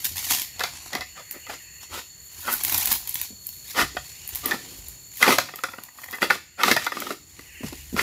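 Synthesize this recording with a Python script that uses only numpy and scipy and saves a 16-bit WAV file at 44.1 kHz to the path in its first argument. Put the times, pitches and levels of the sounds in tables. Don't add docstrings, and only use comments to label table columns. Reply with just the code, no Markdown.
import sys
import numpy as np
from scipy import signal
from scipy.fft import rfft, irfft
from scipy.io import wavfile
from scipy.ndimage import uniform_filter1d, map_coordinates

SR = 44100
rng = np.random.default_rng(int(sys.argv[2]) if len(sys.argv) > 2 else 0)


def generate_wav(signal):
    frames = np.transpose(np.atleast_2d(signal))
    scaled = np.clip(frames, -1, 1) * 32767
    pcm = np.round(scaled).astype(np.int16)
    wavfile.write(sys.argv[1], SR, pcm)


N = 353671
T = np.arange(N) / SR

# (f/Hz, level/dB)
BASE_COLOUR = [(50, -32.5), (120, -11), (200, -4), (270, 3.5), (400, 2), (650, -8.5), (1200, -25)]
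# (f/Hz, level/dB)
LEAF_COLOUR = [(500, -31.5), (1200, -16.5), (1800, 1.5), (2300, 1.5), (3000, 0.5), (3600, 1.5), (4200, 2),
               (5200, 0.5), (7000, 4.5), (8500, -5), (12000, 1), (16000, -36)]
# (f/Hz, level/dB)
EDGE_COLOUR = [(4000, -41.5), (8500, -10.5), (10500, -2.5), (12300, 1), (14000, 0), (16000, -3.5)]
# (f/Hz, level/dB)
RIB_COLOUR = [(40, -7), (90, -1), (170, -4.5), (300, -1), (500, -14), (720, -0.5), (1000, 3.5), (1250, -4),
              (1500, -3.5), (2600, -18.5)]


def cracks():
    # (t/s, ring level/dB, splinter level/dB, bass level/dB, centre of the ring f/Hz, length of the break/s)
    breaks = [(0.594, -26, -23, -57, 2080, 0.011), (0.606, -15.5, -21.5, -54, 1330, 0.011),
              (0.636, -17, -17.5, -41, 1550, 0.012), (0.931, -22.5, -24.5, -56, 2020, 0.015),
              (0.951, -18, -20.5, -33, 2060, 0.0073), (1.008, -23, -26, -57, 2030, 0.02),
              (1.466, -32.5, -41, -62, 2090, 0.0088), (1.496, -23.5, -54, -53, 736, 0.01),
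              (2.479, -16, -35, -55, 1400, 0.02), (3.788, -8.5, -36, -20, 1700, 0.0091),
              (3.81, -12, -28, -31, 604, .014), (3.968, -15.5, -34, -43, 1500, 0.0084),
              (4.456, -25, -22.5, -30, 1860, 0.0068), (4.51, -11.5, -20, -43, 1710, 0.016),
              (5.227, 1.5, -6.5, -38, 2030, 0.0056), (5.278, 0, -20, -28, 990, 0.0075),
              (5.384, 1.5, -4, -24, 1483, 0.0048), (5.637, -6.5, -13.5, -32, 1420, 0.0095),
              (5.886, -31, -50, -52, 1920, .0055), (6.128, -18, -28, -33, 2040, 0.026),
              (6.219, -5, -36, -15.5, 2150, 0.0042), (6.227, -2, -39, -18, 1600, 0.0027),
              (6.302, -1.5, -26, -49, 1970, 0.0044), (6.306, -0.5, -13, -24, 1380, 0.0074),
              (6.353, -20, -21, -29, 1330, .006), (6.634, 1, -3.5, -16, 1280, 0.0066),
              (6.682, -0.5, -14.5, -24, 1340, 0.0059), (6.714, 3.5, -3, -22.5, 2120, 0.0096),
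              (6.764, -2, -10, -40, 1790, 0.011), (6.865, -4, -15, -28, 1420, 0.011),
              (7.106, -10, -21, -19, 1380, .01), (7.393, -25.5, -38, -29, 861, 0.0062),
              (7.633, -24.5, -47, -24, 721, 0.0078), (7.729, -30.5, -29, -24, 740, 0.0067),
              (7.965, -13, -23, -39, 965, 0.0078), (7.992, -3.5, -16, -44, 1900, 0.0056)]
    out = np.zeros(N)
    for start, db, splinter_db, bass_db, hz, length in breaks:
        add(out, start, crack(db, splinter_db, bass_db, hz, length))
    return out


def crack(db, splinter_db, bass_db, hz, length, size=6000):
    # (f/Hz, level/dB)
    splinter_colour = [(1500, -36.5), (3500, 9), (5000, 4), (7200, -2.5), (8500, -11), (11000, -3),
                       (13000, -2.5), (16000, -9.5)]
    t = T[:size]
    collapse = np.exp(-(t / length) ** 2)
    stragglers = amp(-14.5 + 0.23 * db) * np.exp(-t / 0.025)
    burst = fibres(3500, 1.53, count=size) * (collapse + stragglers)
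    burst[0] += 2.2
    spray_fade = np.exp(-t / (0.26 * length)) + 0.07 * np.exp(-t / 0.025)
    spray = fibres(14000, 5.2, count=size) * spray_fade
    response = stalk_ring(hz, scatter_db=1.5, detune=0.02, focus_db=9.5)
    ring = unit_peak(signal.fftconvolve(burst, response)[:size])
    splinter = unit_peak(colour(spray, splinter_colour))
    bass = unit_peak(colour(burst, BASE_COLOUR))
    return amp(db - 6.0) * ring + amp(splinter_db - 3.5) * splinter + amp(bass_db - 5.0) * bass


def stalk_ring(centre_hz, scatter_db, detune, focus_db, size=3000):
    # (f/Hz, width/Hz, level/dB)
    resonances = [(531.7, 36, -4), (733, 132, -5), (956, 190, -6), (1231, 69, -0.5), (1405, 110, -2.5),
                  (1840, 105, -1), (2015, 93, -1.5), (2535, 146, -5.5), (2970, 86, -16), (3390, 45, -7.5),
                  (4560, 100, -16.5), (4920, 167, -14.5)]
    t = T[:size]
    hz, width, db = np.transpose(resonances)[:, :, None]
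    chance = rng.standard_normal((3, len(resonances), 1))
    nearness = np.exp(-(np.log2(hz / centre_hz) / 0.12) ** 2)
    db = db + scatter_db * chance[0] + focus_db * nearness
    tones = np.sin(2 * np.pi * hz * (1 + detune * chance[1]) * t)
    modes = tones * np.exp(-np.pi * width * t)
    ring = np.sum(np.sign(chance[2]) * amp(db) * width * modes, axis=0)
    return ring / np.linalg.norm(ring)


def creaks():
    # (first slip t/s, end t/s, ring level/dB, centre of the ring f/Hz, bass level/dB)
    slip_runs = [(5.488, 5.81, -20, 1300, -39), (5.986, 6.2, -25.5, 1880, -59),
                 (6.92, 7.09, -13.5, 1287, -25.5)]
    slip_period_s, slip_length_s = 0.0494, 0.0054
    splinter_db, scatter_db = -26, 1.5
    out = np.zeros(N)
    for start, end, db, hz, bass_db in slip_runs:
        for slip_start in np.arange(start, end, slip_period_s):
            slip_db = db + scatter_db * rng.standard_normal()
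            add(out, slip_start, crack(slip_db, slip_db + splinter_db, bass_db, hz, slip_length_s))
    return out


def pulls():
    # (t/s, build-up/s, hold/s, ring level/dB, bass level/dB, splinter level/dB, centre of the ring f/Hz)
    strokes = [(0.569, 0.036, 0.065, -35, -64, -42, 740), (0.906, 0.018, .06, -35.5, -54, -54, 740),
               (1.14, 0.031, 0.027, -39.5, -51, -47, 740), (1.316, .03, 0.02, -43.5, -47, -53, 740),
               (1.465, 0.035, 0.039, -37.5, -47, -38.5, 1390),
               (1.878, 0.064, 0.051, -34.5, -47.5, -34, 1390), (2.404, 0.087, 0.045, -30, -40.5, -43, 1400),
               (3.73, 0.06, 0.025, -17, -29, -20, 639.6), (4.417, 0.033, 0.099, -33, -35, -35.5, 1250),
               (4.55, 0.029, 0.17, -74, -49.5, -47, 1210), (5.191, 0.042, 0.045, -12, -26, -18.5, 1210),
               (5.262, 0.028, 0.036, -9.5, -15.5, -14.5, 1060), (5.312, 0.013, 0.033, -47, -42, -23, 1300),
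               (6.201, 0.022, 0.019, -22, -24, -21.5, 1300), (6.282, .02, 0.044, -29, -29, -26, 1390),
               (6.567, 0.034, 0.015, -18, -39, -31, 1390), (6.608, 0.05, 0.067, -16.5, -18.5, -17, 1210),
               (6.754, 0.014, 0.085, -29.5, -42.5, -27.5, 1300),
               (6.863, 0.094, 0.17, -37.5, -33, -30, 1210), (7.943, 0.042, .04, -20.5, -27, -22, 1390)]
    # (f/Hz, level/dB)
    torn_colour = [(1400, -3.5), (2600, 2.5), (3500, 3), (5000, 0), (7200, -2), (8500, -7.5), (11500, -2.5),
                   (16000, -10)]
    release_s = 0.015
    out, step = np.zeros(N), SR // 28
    jerks = amp(1.04 * walk(130))
    tear = unit(fibres(3500, 2.2) * jerks)
    splinters = unit(colour(fibres(12000, 3.0) * jerks, torn_colour))
    base = unit(colour(tear, BASE_COLOUR))
    for start, build, hold, db, bass_db, splinter_db, hz in strokes:
        force = effort(start, build, hold, release_s)
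        out += force * (amp(splinter_db) * splinters + amp(bass_db) * base)
        for i in range(int(start * SR), min(int((start + .5) * SR), N), step):
            ring = stalk_ring(hz, scatter_db=3.0, detune=0.044, focus_db=7.0)
            piece = force[i:i + step] * tear[i:i + step]
            add(out, i / SR, amp(db) * signal.fftconvolve(piece, ring))
    return amp(-2.5) * out


def rustle():
    # (t/s, build-up/s, hold/s, blade level/dB, crisp edge level/dB, midrib level/dB)
    presses = [(0.0, 0.0013, 0.1, -40.5, -38, -56.5), (0.039, 0.008, 0.0049, -28.5, -32, -50),
               (0.086, 0.1, 0.21, -32.5, -34, -46.5), (0.272, 0.036, 0.032, -27.5, -29, -37),
               (0.51, 0.088, 0.3, -45.5, -63, -51.5), (1.308, .002, 0.0092, -47, -34, -52),
               (1.796, 0.027, .01, -45, -52, -53), (2.214, 0.26, 0.1, -38, -36, -49),
               (2.493, 0.03, 0.0078, -36, -27, -40), (2.573, 0.09, 0.25, -30, -27.5, -37.5),
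               (2.893, 0.024, 0.0077, -29.5, -29, -43), (2.995, 0.11, 0.14, -39.5, -42, -54),
               (3.388, .07, 0.35, -55, -50, -84), (3.62, 0.055, 0.04, -44.5, -47, -58),
               (3.88, .1, 0.36, -48, -53, -64), (4.256, 0.11, 0.17, -46.5, -50, -53),
               (4.554, 0.068, .3, -51.5, -51, -63), (5.062, 0.12, 0.063, -42.5, -38, -60),
               (5.387, 0.053, 0.41, -50, -48, -49), (5.909, 0.08, .17, -45, -41.5, -48.5),
               (7.258, 0.037, 0.18, -48, -54, -59.5), (7.593, 0.081, .01, -34, -43, -39),
               (7.706, 0.036, 0.3, -44.5, -44.5, -62)]
    settle_s, settle_share = 0.012, 0.1
    clusters = amp(3.0 * walk(260) + 1.0 * walk(70))
    crumple = flex(fibres(8000, 1.86) * clusters, lag_s=0.0009, swing=0.4, depth=1.0, rate=22)
    chips = flex(fibres(7000, 2.7) * clusters, lag_s=0.00042, swing=0.4, depth=0.7, rate=27)
    blade = unit(colour(crumple, LEAF_COLOUR))
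    edge = unit(colour(chips, EDGE_COLOUR))
    rib = unit(colour(fibres(1100, 4.0) * clusters, RIB_COLOUR))
    out = np.zeros(N)
    for start, build, hold, db, crisp_db, body_db in presses:
        pressure = effort(start, build, hold, settle_s + settle_share * (build + hold))
        out += pressure * (amp(db) * blade + amp(crisp_db) * edge + amp(body_db) * rib)
    return out


def snaps(size=3000):
    # (t/s, edge level/dB, blade and midrib level/dB)
    splits = [(0.044, -8.5, -23.5), (0.0522, -5, -16), (0.3476, -14, -16), (0.4182, -10, -18.5),
              (1.3105, -14, -27.5), (2.527, -7, -29), (2.538, -5, -27), (2.6359, -5, -38),
              (2.6486, -1.5, -14), (2.6958, -9, -22.5), (2.7221, -7, -21), (2.744, -4, -16),
              (2.7789, -3.5, -18), (2.824, -19, -24), (2.8564, -2.5, -20), (2.872, -16, -16.5),
              (2.9183, -3, -20), (2.9264, -1, -24), (3.0738, -11, -24.5), (3.093, -8.5, -35),
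              (3.143, -7, -46), (3.1549, -9, -17.5), (3.2141, -5.5, -18.5), (3.4678, -9.5, -58),
              (3.4896, -17, -30), (4.2755, -15.5, -39), (4.29, -15, -29), (4.349, -12.5, -26.5),
              (4.356, -9, -23), (4.4584, -2, -50), (4.884, -15.5, -34.5), (5.3854, -3, -5),
              (5.558, -10, -21), (5.836, -13, -24.5), (6.0422, -20, -33), (6.11, -14, -25),
              (6.844, -16, -15), (7.002, -8, -16)]
    out, t = np.zeros(N), T[:size]
    split = t / 0.00092
    shape = split * np.exp(-split) + 0.027 * np.exp(-t / 0.015)
    for start, db, blade_db in splits:
        burst = fibres(16000, 3.0, count=size) * shape
        blade = unit_peak(colour(burst, LEAF_COLOUR))
        blade = blade + amp(-14) * unit_peak(colour(burst, RIB_COLOUR))
        edge = unit_peak(colour(burst, EDGE_COLOUR))
        add(out, start, amp(db - 10.5) * edge + amp(blade_db - 7.0) * blade)
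    return out


def thuds(size=6000):
    # (t/s, level/dB, pitch f/Hz)
    landings = [(0.111, -41, 85), (0.554, -45.5, 75), (1.909, -42, 75), (0.943, -34, 197), (0.986, -41, 70),
                (2.381, -46, 81.46), (2.88, -38, 70), (3.305, -40, 223), (3.325, -44, 201),
                (3.816, -32, 64), (3.828, -30, 183), (3.949, -39.5, 385), (4.325, -39.5, 62),
                (4.537, -30, 218), (4.784, -40, 59), (5.303, -29.5, 175), (6.226, -20.5, 228),
                (6.712, -15, 240), (7.387, -40.5, 356), (7.607, -29, 261), (7.634, -28, 197),
                (7.642, -20.5, 189), (7.725, -28.5, 365), (7.927, -24, 250), (7.942, -18, 206)]
    out, t = np.zeros(N), T[:size]
    for start, db, hz in landings:
        cycles = hz * t
        push = np.sin(2 * np.pi * cycles) * cycles * np.exp(-cycles / 0.59)
        litter = colour(fibres(3000, 2.9, count=size) * np.exp(-t / 0.011), BASE_COLOUR)
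        add(out, start, amp(db - 1.0) * (unit_peak(push) + amp(-7) * unit_peak(litter)))
    return out


def grove(x, early_db, early_t60, late_db, late_t60, size=44100):
    # (f/Hz, level/dB); each t60 is the time in s to fade by 60 dB
    early_colour = [(150, -4.0), (600, -4.5), (1400, -6.5), (3500, 1.5), (7000, 3.5), (14000, 3)]
    late_colour = [(100, 14), (350, -5), (800, -31.5), (2000, -6.5), (5000, 3.5), (14000, -12.0)]
    t = T[:size]
    early = fibres(2500, 3.15, count=size) * amp(-60 * t / early_t60) * (t > .004)
    early = colour(early, early_colour)
    late = colour(rng.standard_normal(size), late_colour) * amp(-60 * t / late_t60)
    echoes = amp(early_db) * early / np.linalg.norm(early) + amp(late_db) * late / np.linalg.norm(late)
    return signal.fftconvolve(x, echoes)[:N]


def insects():
    # (centre f/Hz, relative level/dB)
    whine_tones = [(4370, 1.5), (4420, 0), (4580, -27)]
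    # (t/s, level/dB)
    whine_level = [(0.0, -48.5), (1.7, -55), (3.4, -50), (4.8, -55), (8.02, -54)]
    # (f/Hz, level/dB)
    buzz_colour = [(5600, -24.5), (6400, -10), (6850, 1), (7100, 3.5), (7400, -4.5), (8200, -44)]
    # (f/Hz, level/dB)
    shimmer_colour = [(2500, -24), (3600, -6), (6000, -21), (8500, -6), (11000, 0), (14200, 5),
                      (16000, -10.5)]
    # (f/Hz, level/dB)
    chorus_colour = [(1400, -19.5), (1900, 1.5), (2300, -3.5), (2850, 2), (3500, -28), (5000, -18.5)]
    # (t/s, level/dB)
    chorus_level = [(0.0, -57), (1.1, -54), (2.2, -63), (3.4, -71), (4.15, -52.5), (5.05, -66.5),
                    (5.6, -49), (6.1, -58), (6.5, -57), (8.02, -50.5)]
    buzz_db, shimmer_db = -48.5, -54.5
    voices = np.zeros(N)
    for hz, db in whine_tones:
        turns = np.cumsum(hz + 22 * walk(160)) / SR
        voices += amp(db) * np.sin(2 * np.pi * turns)
    whine = unit(voices) * fader(whine_level) * amp(0.87 * walk(9))
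    buzz = unit(colour(rng.standard_normal(N), buzz_colour)) * amp(buzz_db + 1.3 * walk(110))
    shimmer = unit(colour(fibres(12000, 2.5), shimmer_colour)) * amp(shimmer_db + 2.8 * walk(21))
    chorus = colour(rng.standard_normal(N), chorus_colour)
    chorus = unit(flex(chorus, lag_s=0.00071, swing=0.44, depth=0.54, rate=4))
    return whine + buzz + shimmer + chorus * fader(chorus_level) * amp(3.9 * walk(3.1))


def air():
    # (f/Hz, level/dB)
    rumble_colour = [(20, -31), (45, -6), (72, 1), (105, -4.5), (150, -4.5), (220, -17.5), (380, -16.5),
                     (600, -24), (1400, -27), (3000, -25)]
    # (t/s, level/dB)
    rumble_level = [(0.0, -50.5), (1.3, -57), (3.0, -53.5), (4.9, -50), (5.6, -61), (7.2, -46), (8.02, -50)]
    rumble = unit(colour(rng.standard_normal(N), rumble_colour))
    return rumble * fader(rumble_level) * amp(0.8 * walk(9.9))


def hum():
    # (t/s, level/dB)
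    hum_level = [(7.1, -62), (7.55, -49), (7.75, -41), (8.02, -37.5)]
    # (f/Hz, relative level/dB)
    hum_tones = [(50, -10), (73.6, -3.5), (143.5, -18)]
    tones = np.zeros(N)
    for hz, db in hum_tones:
        tones += amp(db) * np.sin(2 * np.pi * hz * T + 0.4 * walk(6))
    return np.sqrt(2) * tones * fader(hum_level)


def fibres(rate, spread_db, count=N):
    chance = rng.random((3, count))
    strength = amp(spread_db * np.minimum(-np.log(chance[1] + 1e-9), 4))
    return (chance[0] < rate / SR) * strength * np.sign(chance[2] - .5)


def effort(start, build, hold, release):
    t = T - start
    return np.clip(t / build, 0, 1) ** 2 * np.exp(-np.clip((t - build - hold) / release, 0, 20))


def flex(x, lag_s, swing, depth, rate):
    lag = lag_s * np.exp(swing * walk(rate))
    second_path = map_coordinates(x, [np.arange(N) - np.round(lag * SR)], order=0)
    return x - depth * second_path


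def walk(rate):
    k = max(int(SR / rate), 1)
    steps = np.repeat(rng.standard_normal(N // k + 1), k)
    return unit(uniform_filter1d(steps, k)[:N])


def fader(curve):
    return amp(np.interp(T, *np.transpose(curve), -np.inf, -np.inf))


def colour(x, points, size=4096):
    hz, db = np.transpose(points)
    f = np.maximum(np.fft.rfftfreq(size, 1 / SR), 1)
    cepstrum = irfft(np.log(amp(np.interp(np.log(f), np.log(hz), db))))
    cepstrum[1:size // 2] *= 2
    cepstrum[size // 2 + 1:] = 0
    return signal.fftconvolve(x, irfft(np.exp(rfft(cepstrum))))[:len(x)]


def highpass(x, hz):
    return signal.sosfilt(signal.butter(3, hz, "high", fs=SR, output="sos"), x)


def amp(db):
    return 10 ** (np.asarray(db) / 20)


def unit(x):
    return x / (np.std(x) + 1e-12)


def unit_peak(x, size=130):
    return x / np.sqrt(uniform_filter1d(x * x, size).max() + 1e-18)


def add(out, start, x):
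    i = max(int(start * SR), 0)
    out[i:i + len(x)] += x[:max(len(out) - i, 0)]


def gain_control(x, size=660):
    threshold_db, range_db = -14.5, 8
    attack_s, recovery_db_per_s = 0.021, 2.5
    loudness_db = 10 * np.log10(np.abs(uniform_filter1d(x * x, size)) + 1e-12)
    wanted_cut_db = np.clip(loudness_db - threshold_db, 0, range_db)
    recovery = recovery_db_per_s * T
    cut_db = np.maximum.accumulate(wanted_cut_db + recovery, axis=-1) - recovery
    pole = np.exp(-1 / (attack_s * SR))
    return x * amp(-signal.lfilter([1 - pole], [1, -pole], cut_db))


def scene():
    stalk = highpass(cracks() + creaks() + pulls(), 140.0)
    near = rustle() + snaps() + thuds()
    to_grove = stalk + amp(-1.0) * near
    echoes = grove(to_grove, early_db=-6.0, early_t60=0.27, late_db=-16.0, late_t60=0.57)
    return (stalk + near + echoes + insects() + air() + hum())[None]


def record(dry):
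    voltage = np.clip(gain_control(dry), -.85, .85)
    top_cut = signal.ellip(10, .2, 70, 15550, fs=SR, output="sos")
    return signal.sosfilt(top_cut, highpass(voltage, 32.0))


dry = scene()
out = record(dry)
generate_wav(out)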